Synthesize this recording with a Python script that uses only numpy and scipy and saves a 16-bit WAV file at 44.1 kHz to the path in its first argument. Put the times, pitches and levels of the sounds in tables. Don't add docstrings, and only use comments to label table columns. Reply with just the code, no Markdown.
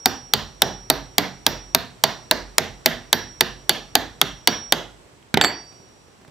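import sys
import numpy as np
from scipy import signal
from scipy.fft import rfft, irfft
from scipy.io import wavfile
from scipy.ndimage import uniform_filter1d

SR = 44100
rng = np.random.default_rng(int(sys.argv[2]) if len(sys.argv) > 2 else 0)


def decibels_to_gain(level_db):
    exponent = np.asarray(level_db, float) / 20
    return 10 ** exponent


def wrap_up_sound(samples):
    columns = np.atleast_2d(samples).T
    tamed = np.clip(columns, -1, 1)
    steps = np.round(tamed * 32767).astype(np.int16)
    wavfile.write(sys.argv[1], SR, steps)


N = 277830

# f/Hz, relative level/dB
AIR_SPECTRUM = [(12, -32.5), (20, -0.5), (230, -16.5), (332, -15.5), (361, -11), (465, -17), (1020, -20.5),
                (1240, -23.5), (3520, -29.5), (4930, -31), (7730, -34), (13900, -48), (16500, -58)]
# t/s, level/dB
AIR_SWELL = [(0, 0), (2.5, 1), (4.9, 0), (5.3, -2.5), (5.701, -0.5), (6.0, -2), (6.3, -2.5)]
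# f/Hz, correlation/1
AIR_LIKENESS = [(40, .6), (300, 0.51), (1000, 0.029), (16000, 0.045)]
# t after the blow/s, relative level/dB
RETURN_DECAY = [(.004, 8.5), (.02, -1.5), (.06, -2), (.1, -8), (.14, -15.5), (.2, -25.5), (.3, -43.5),
                (.45, -63)]
# f/Hz, relative level/dB
RETURN_COLOUR = [(60, 17), (300, 8), (900, 2.5), (1300, -1.5), (1750, 1), (2600, -3.5), (3500, -6),
                 (6500, -7.5), (8500, -14), (16000, -11)]
# t/s, peak level/dB, f/Hz, t60/s
TICKS = [(5.227, -42, 2820, 0.0089), (5.725, -41, 302, .03), (5.8, -43, 180, 0.047),
         (6.079, -44, 410, 0.049), (6.188, -45.5, 199.4, 0.015), (6.214, -42.5, 180, 0.074),
         (6.249, -37, 770, 0.02), (6.249, -53, 1630, 0.0067), (6.279, -38, 170, 0.033),
         (6.283, -55, 895, 0.052)]
# t/s, thud level/dB, knock level/dB, crack level/dB, thump level/dB, thump f/Hz
DROPS = [(5.3417, -32, -18.5, -20, -1.5, 208), (5.3725, -20, -22, -19, -3, 382),
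         (5.4123, -18, -13, -14.5, -8.5, 302), (5.4385, -18.5, -24, -25, -18, 320),
         (5.4456, -19, -17.5, -21, -27, 300)]
# centre f/Hz, relative level/dB, t60/s
DECK_MODES = [(48, -4.5, 0.65), (66, -6.5, 0.17), (88.6, -6, 0.25), (124.05, -12.5, 0.92),
              (143.1, -4, 0.29), (180, -5.5, 0.34), (217.4, -8, 0.34), (258.2, -7, 0.2), (358, -4.5, 0.14),
              (447, -5, 0.14), (588, -18.5, 0.16), (692, 0.5, 0.096), (854.3, 7.5, 0.041),
              (899.6, -16, 0.13), (1100, -8.5, 0.048)]
# f/Hz, part (0 shank, 1 claw, 2 head), relative level/dB, t60 held/s, t60 loose/s, grip loss/dB
STEEL_TONES = [(4511, 0, 5, .1, .26, 0), (4624, 0, -6, .08, .65, 0), (7368, 0, 0, .05, .14, 25),
               (7962, 0, -6, .05, .14, 22), (13420, 1, 10, .15, .17, 0), (14145, 1, 8, .18, .2, 0),
               (5657, 2, 6, 1.3, 1.5, 0)]
# t/s, shank level/dB, claw level/dB, head level/dB
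LOOSE_RINGS = [(5.4129, -26, -52, -70), (5.4454, -25, -50, -48)]
# t/s, thud level/dB, shank level/dB, claw level/dB, head level/dB
TAPS = [(0.0579, -16, -29.5, -46, -43.5), (0.3363, -20, -29, -60.5, -51.5),
        (0.6196, -14.5, -51.5, -60, -44), (0.9003, -15, -26.5, -46, -50.5), (1.182, -15, -36.5, -50, -52),
        (1.465, -18, -51.5, -45, -46), (1.7479, -18, -47, -48, -62), (2.0379, -16, -27.5, -61.5, -50),
        (2.3114, -16, -36, -56, -56), (2.5818, -16, -47, -56.5, -55.5), (2.8595, -17.5, -53.5, -46, -54.5),
        (3.1287, -16.5, -28.5, -44, -44), (3.4085, -17.5, -29, -61, -52.5),
        (3.6941, -20.5, -25.5, -50.5, -53.5), (3.9532, -16, -28, -46.5, -58.5),
        (4.2145, -19, -33.5, -65.5, -50.5), (4.4738, -16.5, -23.5, -57, -37),
        (4.7231, -16, -33, -55.5, -72)]
# low f/Hz, high f/Hz
BANDS_HZ = [(300, 1200), (1200, 3000), (3000, 7000), (7000, 17000)]
CONTACT_S = [0.0022, 0.0051, 0.0028, 0.00067]
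BAND_LEFT_DB = [-4, -3, -2, 2]
# f/Hz, width/Hz, relative level/dB
CHISEL = [(790, 300, -16.5), (1756, 910, -0.5), (3457, 1200, -1.5), (5700, 73, -31), (7900, 140, -39),
          (9600, 190, -57.5), (12600, 2000, -24), (12830, 1900, 7), (16600, 430, -17.5)]
# f/Hz, phase/rad
PORT_PHASE = [(1000, 0), (4000, -.4), (6300, -.3), (7750, -1.2), (9400, .2), (11600, .8), (15000, -.7)]

AIR_DB = -50
HISS_HZ, HISS_WIDTH_HZ, HISS_DB = 7740, 150, 9
RETURN_DB, LEFT_DB = -10, -4
THUMP_T60_S, THUMP_FLOOR_HZ = 0.014, 110
DECK_THUD_DB = -11
DECK_SPREAD_DB = 3
DECK_RISE_CYCLES = 1.1
STILL_SINGING_DB = -47
SWING_HZ, ROCK_S = 11, .205
WAVER_HELD, WAVER_LOOSE = .2, .9
TAP_SPREAD_DB = 0.1
KNOCK_DB, KNOCK_DB_PER_S = -25, 1.12
CRACK_DB, CRACK_DB_PER_S = -8, 0.22
BOOM_DB, BOOM_DB_PER_S = -35, -1
SNAP_DB = -16.5
DROP_SNAP_DB, DROP_BOOM_DB = -51, -46
LOW_CUT_HZ, EDGE_HZ = 80, 15900


def read(points, hz):
    f, value = np.transpose(points)
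    return np.interp(np.log(hz + 1), np.log(f + 1), value)


def add(mix, s, sound):
    part = mix[..., round(s * SR):][..., :sound.shape[-1]]
    part += sound[..., :part.shape[-1]]


def resonate(x, hz, width_hz):
    r = np.exp(-np.pi * width_hz / SR)
    return signal.lfilter([1 - r, 0, r - 1], [1, -2 * r * np.cos(2 * np.pi * hz / SR), r * r], x)


def air():
    frames, hz = N // 256 + 5, np.fft.rfftfreq(1024, 1 / SR)
    a, b, c, d, patches = rng.standard_normal((frames, 513, 5)).T
    patches = uniform_filter1d(uniform_filter1d(patches, size=10, axis=0), size=12, axis=1)
    patches_db = 0.5 * patches / patches.std()
    same = np.clip(read(AIR_LIKENESS, hz), -1, 1)[:, None]
    left = a + 1j * b
    right = same * left + np.sqrt(1 - same ** 2) * (c + 1j * d)
    hiss_db = HISS_DB * np.exp(-((hz - HISS_HZ) / HISS_WIDTH_HZ) ** 2)
    colour_db = (read(AIR_SPECTRUM, hz) + hiss_db)[:, None] + patches_db
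    z = np.array([left, right]) * decibels_to_gain(colour_db)
    hush = signal.istft(z, nperseg=1024, noverlap=768)[1][:, :N]
    swell_db = np.interp(np.arange(N) / SR, *np.transpose(AIR_SWELL))
    return decibels_to_gain(AIR_DB + swell_db) * hush / hush.mean(0).std() * decibels_to_gain([[-1.1], [1.1]])


def surroundings(x):
    t = np.arange(SR // 2) / SR
    common, left, right = rng.standard_normal((3, len(t)))
    echoes = .87 * common + .5 * np.array([left, right])
    echoes = echoes * decibels_to_gain(np.interp(t, *np.transpose(RETURN_DECAY), left=-90))
    dull = signal.sosfilt(signal.butter(2, 7500, fs=SR, output="sos"), echoes)
    echoes = dull + (echoes - dull) * 0.58 * np.exp(-t / .14)
    colour = decibels_to_gain(read(RETURN_COLOUR, np.fft.rfftfreq(len(t), 1 / SR)))
    echoes = irfft(rfft(echoes) * colour, len(t))
    return signal.fftconvolve(x[None], echoes / np.linalg.norm(echoes[0]), axes=1)[:, :N]


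def ticks():
    out, t = np.zeros(N), np.arange(4096) / SR
    for s, db, hz, t60 in TICKS:
        rough = rng.standard_normal(len(t)) * decibels_to_gain(-60 * t / t60)
        knock = resonate(rough, hz, .5 * hz)
        add(out, s, decibels_to_gain(db) * knock / abs(knock).max())
    return out


def thumps():
    out, t = np.zeros(N), np.arange(4096) / SR
    for s, *_, db, hz in DROPS:
        add(out, s, -decibels_to_gain(db - 60 * t / THUMP_T60_S) * np.sin(2 * np.pi * hz * t))
    return signal.sosfilt(signal.butter(2, THUMP_FLOOR_HZ, "high", fs=SR, output="sos"), out)


def deck(thud_db, boom_db):
    t = np.arange(SR // 2) / SR
    hz, db, t60 = np.transpose(np.tile(DECK_MODES, (6, 1)))[..., None]
    spread, shift, phase = rng.standard_normal((3, len(hz), 1))
    fed_db = np.where(hz < 230, boom_db, thud_db + DECK_THUD_DB)
    hz = hz * (1 + .07 * shift)
    rise = 1 - np.exp(-t * hz / DECK_RISE_CYCLES)
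    level_db = db + fed_db + DECK_SPREAD_DB * spread - 60 * t / t60
    return (rise * decibels_to_gain(level_db) * np.sin(2 * np.pi * (hz * t + phase))).sum(0)


def steel():
    out = np.zeros(N)
    rings = [(0.00097, -np.inf, -np.inf, STILL_SINGING_DB, False)]
    rings += [(s, *parts_db, False) for s, _, *parts_db in TAPS]
    rings += [(*row, True) for row in LOOSE_RINGS]
    ends = [row[0] for row in rings[1:]] + [N / SR]
    for (s, *parts_db, free), end, start in zip(rings, ends, rng.random(len(rings))):
        t = np.arange(round((end - s) * SR)) / SR
        turns = (t / ROCK_S) ** 2 if free else SWING_HZ * t + start
        depth = WAVER_LOOSE if free else WAVER_HELD
        dip = depth * np.exp(-(t / .3) ** 4 + 2j * np.pi * turns)
        for hz, part, db, held_s, loose_s, grip_db in STEEL_TONES:
            t60, loss_db = (loose_s, 0) if free else (held_s, grip_db)
            level_db = parts_db[round(part)] + db - loss_db - 60 * t / t60
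            tone = (1 - dip * (round(part) == 2)) * np.exp(2j * np.pi * hz * t)
            add(out, s, np.sqrt(2) * decibels_to_gain(level_db) * tone.imag)
    return out


def blow(*levels_db):
    t = np.arange(2048) / SR
    rough = rng.standard_normal((3, len(t)))
    rough[1] = 0.83 * rough[0] + 0.34 * rough[1]
    rough[2] = .045 * rough[0] + (np.arange(len(t)) == round(SR / 2000))
    detune = 1 + .06 * rng.standard_normal(len(CHISEL))
    onset = 1 - np.exp(-t / 0.000067)
    out = np.zeros_like(rough)
    for k, (band, db, tau, left_db) in enumerate(zip(BANDS_HZ, levels_db, CONTACT_S, BAND_LEFT_DB)):
        drive = rough * onset * (np.exp(-(t / tau) ** 1.6) + 0.2 * np.exp(-t / 0.00083))
        rung = 0.38 * drive
        for (hz, width_hz, mode_db), d in zip(CHISEL, detune):
            rung = rung + decibels_to_gain(mode_db) * resonate(drive, hz * d, width_hz)
        part = signal.sosfilt(signal.butter(2, band, "band", fs=SR, output="sos"), rung)
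        part /= np.sqrt(np.mean(part[:, :SR // 160] ** 2, axis=1, keepdims=True))
        gain = decibels_to_gain(db + np.array([[left_db / 2], [-left_db / 2], [0]]))
        out += gain * part * (-1) ** k
    return out


def contacts():
    chances_db = TAP_SPREAD_DB * rng.standard_normal((len(TAPS), 4))
    hits = []
    for (s, thud_db, *_), chance_db in zip(TAPS, chances_db):
        knock_db = KNOCK_DB + KNOCK_DB_PER_S * s
        crack_db = CRACK_DB + CRACK_DB_PER_S * s
        boom_db = BOOM_DB + BOOM_DB_PER_S * s
        hits.append((s, thud_db, *(chance_db + [knock_db, crack_db, SNAP_DB, boom_db])))
    for s, thud_db, knock_db, crack_db, thump_db, _ in DROPS:
        hits.append((s, thud_db, knock_db, crack_db, crack_db + DROP_SNAP_DB, thump_db + DROP_BOOM_DB))
    return hits


def scene():
    hits, sent = np.zeros((2, N)), np.zeros((3, N))
    boom = ticks() + thumps()
    for k, (s, *levels_db, boom_db) in enumerate(contacts()):
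        wave = blow(*levels_db)
        add(hits, s, wave[:2])
        add(sent[k % 3], s, wave[2])
        add(boom, s, deck(levels_db[0], boom_db))
    ring = steel()
    sent[0] += .5 * ring + .5 * boom
    back = decibels_to_gain(RETURN_DB) * sum(surroundings(x) for x in sent)
    return hits + (boom + ring + back) * decibels_to_gain([[LEFT_DB / 2], [-LEFT_DB / 2]]) + air()


def roll_off(x):
    return signal.sosfilt(signal.butter(12, 16790, fs=SR, output="sos"), x)


def record(dry):
    heard = signal.sosfilt(signal.butter(2, LOW_CUT_HZ, "high", fs=SR, output="sos"), dry)
    turn = np.exp(.5j * read(PORT_PHASE, np.fft.rfftfreq(N, 1 / SR)) * [[1], [-1]])
    heard = irfft(rfft(heard) * turn, N)
    flat = np.clip(heard, -.97, .97)
    limited = signal.oaconvolve(flat, signal.firwin(101, EDGE_HZ, fs=SR)[None], "same")
    return roll_off(limited)


dry = scene()
out = record(dry)
wrap_up_sound(out)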